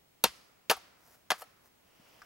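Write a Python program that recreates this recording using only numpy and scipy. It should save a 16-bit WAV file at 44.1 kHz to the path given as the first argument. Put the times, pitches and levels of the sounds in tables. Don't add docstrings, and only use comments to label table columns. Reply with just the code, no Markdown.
import sys
import numpy as np
from scipy import signal
from scipy.fft import rfft, irfft
from scipy.io import wavfile

SR = 44100
rng = np.random.default_rng(int(sys.argv[2]) if len(sys.argv) > 2 else 0)


def int16_out(signal):
    q = np.round(np.clip(np.atleast_2d(signal).T, -1, 1) * 32767)
    wavfile.write(sys.argv[1], SR, q.astype(np.int16))


N = 99225
TIME, HZ = np.arange(N) / SR, np.fft.rfftfreq(N, 1 / SR)
RISE_CYCLES = 0.51


def amp(db):
    return 10 ** (np.asarray(db) / 20)


def curve(points, hz=HZ):
    f, value = np.transpose(points)
    return np.interp(np.log(hz + 1), np.log(f + 1), value)


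def fade(t, t60):
    return np.exp(-np.log(1000) * t / t60)


def add(mix, start, sound):
    part = mix[:, round(start * SR):][:, :sound.shape[-1]]
    part += sound[..., :part.shape[1]]


def band_gain(centres, k, hz):
    return np.sqrt(curve([(c, i == k) for i, c in enumerate(centres)], hz))


# frequency in Hz, likeness of left and right (1 means the same).
NEAR_LIKENESS = [(60, 1), (250, .998), (600, 1), (1400, .93), (2800, .84), (5500, 1), (12000, .96)]
def noise(gain, hz, likeness=NEAR_LIKENESS):
    same = np.clip(curve(likeness, hz), -1, 1)
    mid, side = np.exp(2j * np.pi * rng.random((2, len(hz))))
    mid, side = mid * np.sqrt(1 + same), side * np.sqrt(1 - same)
    x = irfft(gain * np.array([mid + side, mid - side]), 2 * len(hz) - 1)
    return x / np.sqrt(np.mean(x ** 2) + 1e-30)


def grainy_noise(levels, tone, grain_db, likeness=NEAR_LIKENESS):
    times, db = np.transpose(levels)
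    knots = TIME[::90]
    grain = amp(grain_db * np.interp(TIME, knots, rng.standard_normal(len(knots))))
    loudness = amp(np.interp(TIME, times, db)) * (TIME > times[0])
    return noise(amp(curve(tone)), HZ, likeness) * loudness * grain / np.sqrt(np.mean(grain ** 2))


# frequency in Hz, level in dB.
AIR_TONE = [(25, -13), (65, -3), (150, -3), (300, -4), (700, -5.5), (1500, -13.5), (2100, -11.5),
            (3000, -13.5), (6000, -18), (15000, -22.5)]
# frequency in Hz, left-right likeness.
AIR_LIKENESS = [(60, 0.74), (180, 0.49), (550, -0.42), (1650, 0.072), (4970, -0.32), (15000, 0.75)]
def air(hush_db=-67.5, whine_db=-76.5, whine_hz=15735):
    hush = amp(hush_db) * noise(amp(curve(AIR_TONE)), HZ, AIR_LIKENESS)
    return hush + amp(whine_db) * np.sin(2 * np.pi * whine_hz * TIME)


# time in seconds, level in dB.
HISS_LEVELS = [(1.8, -83.5), (1.87, -71), (1.95, -69), (2.06, -64), (2.25, -63.5)]
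# frequency in Hz, level in dB.
HISS_TONE = [(100, -3.5), (700, 4), (1500, -0.5), (2200, -1.5), (3000, 1.5), (3900, -10), (5300, -4.5),
             (8000, -20.5), (16000, -25.5)]
# frequency in Hz, left-right likeness.
HISS_LIKENESS = [(60, 0.89), (240, 0.35), (950, 0.12), (3770, 0.49), (15000, 0.76)]
def hiss():
    return grainy_noise(HISS_LEVELS, HISS_TONE, grain_db=-0.6, likeness=HISS_LIKENESS)


# band centre in Hz, echo level in dB, fade time in seconds.
ECHO_BANDS = [(70, -18.5, 0.27), (250, -28.5, 1.5), (600, -30.5, 1.0), (1300, -26.5, 1.4),
              (2800, -25, 0.71), (5040, -24.5, .68), (8900, -27.5, 0.6), (15000, -35, .3)]
# frequency in Hz, level in dB.
ECHO_TONE = [(200, 1), (700, 1), (1000, -2), (1330, 1), (1600, -3), (2000, -0.5), (3000, 1), (3900, -0.5),
             (5000, 3), (6500, -1), (7800, -3), (11500, 2), (14000, -2)]
# frequency in Hz, left-right likeness.
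ECHO_LIKENESS = [(60, 0.79), (180, 0.45), (550, 0.22), (1650, 0.19), (4970, 0.27), (15000, 0.44)]
def tree_echo(sound, build_s=.02):
    centres, tail = [row[0] for row in ECHO_BANDS], np.zeros((2, N))
    spectrum = rfft(sound.mean(0))
    for k, (_, db, t60) in enumerate(ECHO_BANDS):
        band = band_gain(centres, k, HZ)
        shape = (fade(TIME, t60) * (1 - np.exp(-TIME / build_s))) ** 2
        power = signal.fftconvolve(irfft(spectrum * band, N) ** 2, shape / shape.sum())[:N]
        tail += amp(db) * np.sqrt(abs(power)) * noise(band * amp(curve(ECHO_TONE)), HZ, ECHO_LIKENESS)
    return tail


# time in seconds, level in dB.
RUSTLE_LEVELS = [(.97, -80), (1.03, -66), (1.15, -60.5), (1.21, -76), (1.44, -81), (1.5, -76.5),
                 (1.59, -81), (1.675, -63.5), (1.71, -91.5), (1.95, -74), (2.08, -70.5), (2.25, -71)]
# frequency in Hz, level in dB.
RUSTLE_TONE = [(100, -17), (500, 1.5), (1100, 0.5), (2000, -6), (3500, -14), (5500, -5), (8500, -12.5),
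               (12000, -7), (16000, -8.5)]
def rustle():
    return grainy_noise(RUSTLE_LEVELS, RUSTLE_TONE, grain_db=3.0)


# time in seconds, level in dB.
DRAG_LEVELS = [(1.34, -56), (1.372, -59.5), (1.386, -56), (1.398, -57.5), (1.409, -47.5), (1.42, -49),
               (1.44, -66), (1.46, -80.5)]
# frequency in Hz, level in dB.
DRAG_TONE = [(100, -35), (500, -5.5), (1100, 1), (1800, -4.5), (3000, -14), (6000, -9.5), (11000, -6.5),
             (16000, -8.5)]
def blade_drag():
    return grainy_noise(DRAG_LEVELS, DRAG_TONE, grain_db=5.5)


def tap(db, centre, width, decay, size=8191):
    t, hz = TIME[:size], np.fft.rfftfreq(size, 1 / SR)
    band = 1 / (1 + (np.log2((hz + 1) / centre) / width) ** 2)
    return amp(db) * noise(band, hz) * np.exp(-t / decay) * (1 - np.exp(-t * centre / RISE_CYCLES))


# start in seconds, level in dB, pitch in Hz, width in octaves, decay in seconds.
THUMPS = [(0.250, -54, 64, .45, .026), (0.703, -55, 67.7, .45, .028), (1.997, -49.5, 170, 0.53, 0.004)]
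# level in dB, pitch in Hz, width in octaves, decay in seconds.
BLADE_DOWN = [(-44.5, 1360, 0.31, 0.0071), (-52, 4930, .2, 0.0041)]
def ground_contacts(blade_down_s=2.218):
    out = np.zeros((2, N))
    for start, *contact in THUMPS:
        add(out, start, tap(*contact))
    for contact in BLADE_DOWN:
        add(out, blade_down_s, tap(*contact))
    return out


# pitch in Hz, level in dB, fade time in seconds.
POLE_NOTES = [(480, -2, .05), (612, -3, .055), (724, -1, .055), (786, -3, .055), (927, -1, .055),
              (1175, -3, .045), (1306, -4, .07), (1630, 0, .05), (1738, -4, .05), (2452, -4, .055),
              (2804, -2, .05), (3060, -4, .05), (4355, -2, .055), (5373, -6, .05)]
def pole_ring(ring_db, focus_hz, focus_db=17.5, focus_octaves=.27, size=8191):
    t = TIME[:size]
    hz, db, t60 = np.transpose(POLE_NOTES)[:, :, None]
    favour = np.exp(-.5 * (np.log2(hz / focus_hz) / focus_octaves) ** 2)
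    gain = amp(ring_db + db + focus_db * (favour - 1))
    direction = (-1) ** np.arange(len(hz))[:, None]
    onset = 1 - np.exp(-t * hz / RISE_CYCLES)
    return (gain * direction * onset * fade(t, t60) * np.sin(2 * np.pi * hz * t)).sum(0)


# frequency in Hz, boost or cut in dB.
WALL_TONE = [(30, -23.5), (66, -14.5), (112, -15.5), (162, 0.5), (238, 2), (292, -6), (400, 1.5), (560, -2),
             (900, 1.5), (1500, 0.5), (2150, -0.5), (3000, 0), (3950, -2.5), (4600, 2.5), (6300, -4),
             (8000, -5.5), (10500, -1), (12200, -2), (14500, -10), (16500, -9)]
def through_wall(sound, size=4096):
    log_gain = np.log(amp(curve(WALL_TONE, abs(np.fft.fftfreq(size, 1 / SR)))))
    response = np.fft.ifft(np.exp(np.conj(signal.hilbert(log_gain)))).real
    return signal.fftconvolve(sound, response[None], axes=1)[:, :sound.shape[1]]


BANDS_HZ = [170, 520, 1300, 3200, 6500, 12000]
# level in dB relative to the burst, fade time in seconds.
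BAND_SHUDDER = [(-18, 0.082), (-16.5, .085), (-13.5, 0.13), (-12.5, 0.13), (-11.5, 0.13), (-16, .085)]
def crack(decay, levels, hold_s=.0018, grain_db=5, bite_db=6.5, bite_s=.00007, size=8191):
    t, hz = TIME[:size], np.fft.rfftfreq(size, 1 / SR)
    fibres = np.zeros((2, size))
    knots = t[::32]
    grain = amp(grain_db * np.interp(t, knots, rng.standard_normal(len(knots))))
    burst = np.exp(-np.maximum(t - hold_s, 0) / decay) * grain / np.sqrt(np.mean(grain ** 2))
    for k, (centre, db, (shudder_db, t60)) in enumerate(zip(BANDS_HZ, levels, BAND_SHUDDER)):
        onset = 1 - np.exp(-t * centre / RISE_CYCLES)
        shape = np.hypot(burst, amp(shudder_db) * fade(t, t60)) * onset
        part = shape * noise(band_gain(BANDS_HZ, k, hz) ** 2, hz)
        fibres += amp(db) * part * np.linalg.norm(shape) / np.linalg.norm(part[0])
    age = t / bite_s
    bite = amp(levels[3] + bite_db) * (1 - 2 * age + age ** 2 / 2) * np.exp(-age)
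    return through_wall(fibres + bite)


# start in seconds, decay in seconds, the six band levels in dB (thud to fizz), then level in dB and
# favoured pitch in Hz for a lower ring of the pole's notes, and the same for a higher ring.
KNIFE_BLOWS = [ (0.2392, 0.0035, -46.5, -33, -31.5, -23.5, -20.5, -12, -28.5, 471, -20.5, 4400),
               (0.2414, 0.0018, -31.5, -19.5, -21.5, -15.5, -22, -24.5, -20, 940, -24.5, 2903),
               (0.2495, 0.01, -43.5, -33.5, -37, -36, -37, -41.5, -33.5, 930, -33.5, 4404),
               (0.698, 0.0063, -42, -25, -25, -20.5, -23, -22.5, -21, 480, -22, 2800),
               (0.703, 0.0029, -44, -30.5, -33, -36, -32.5, -21, -35, 607.6, -29.5, 1768),
               (0.7106, 0.0034, -36, -23, -20, -24.5, -24, -15.5, -25, 732, -23, 1300),
               (0.7169, .0024, -35, -27.5, -32, -44, -47.5, -40.5, -28, 711, -33.5, 1300),
               (0.7675, .0062, -83.5, -63, -51, -58, -60, -46, -44.5, 780, -60, 1300),
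               (1.3039, 0.0061, -63, -37.5, -23.5, -24.5, -25, -30, -27.5, 660, -26, 1632),
               (1.3158, 0.0044, -67, -38, -27, -33, -36, -34, -24.5, 690, -29, 1641),
               (1.4181, 0.0035, -74, -62, -52.5, -56.5, -51, -39, -43.5, 800, -41, 1177),
               (1.422, 0.0047, -71, -66, -51, -72, -73, -61, -42.5, 600, -45.5, 1160), ]
def chops():
    out = np.zeros((2, N))
    for start, decay, *levels, low_db, low_hz, high_db, high_hz in KNIFE_BLOWS:
        ring = pole_ring(low_db, low_hz) + pole_ring(high_db, high_hz)
        add(out, start, crack(decay, levels) + ring)
    return out


# frequency in Hz, how much louder the left is than the right in dB.
LEFT_LOUDER = [(160, .1), (620, 2.6), (1400, 1.8), (2800, 1.4), (5500, .3), (12000, .4)]
# frequency in Hz, how far the left wave is ahead in radians (negative means behind).
LEFT_AHEAD = [(150, 0), (1300, -.1), (2800, -0.97), (5500, -0.67), (12000, -.15)]
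def scene():
    near = chops() + ground_contacts() + blade_drag() + rustle()
    side = np.array([[.5], [-.5]])
    placement = amp(side * curve(LEFT_LOUDER)) * np.exp(1j * side * curve(LEFT_AHEAD))
    near = irfft(rfft(near) * placement, N)
    return near + tree_echo(near) + hiss() + air()


def record(dry, cutoff_hz=16300):
    lowpass = signal.firwin(255, cutoff_hz, window=("kaiser", 8), fs=SR)
    return signal.oaconvolve(dry, lowpass[None], "same")


dry = scene()
out = record(dry)
int16_out(out)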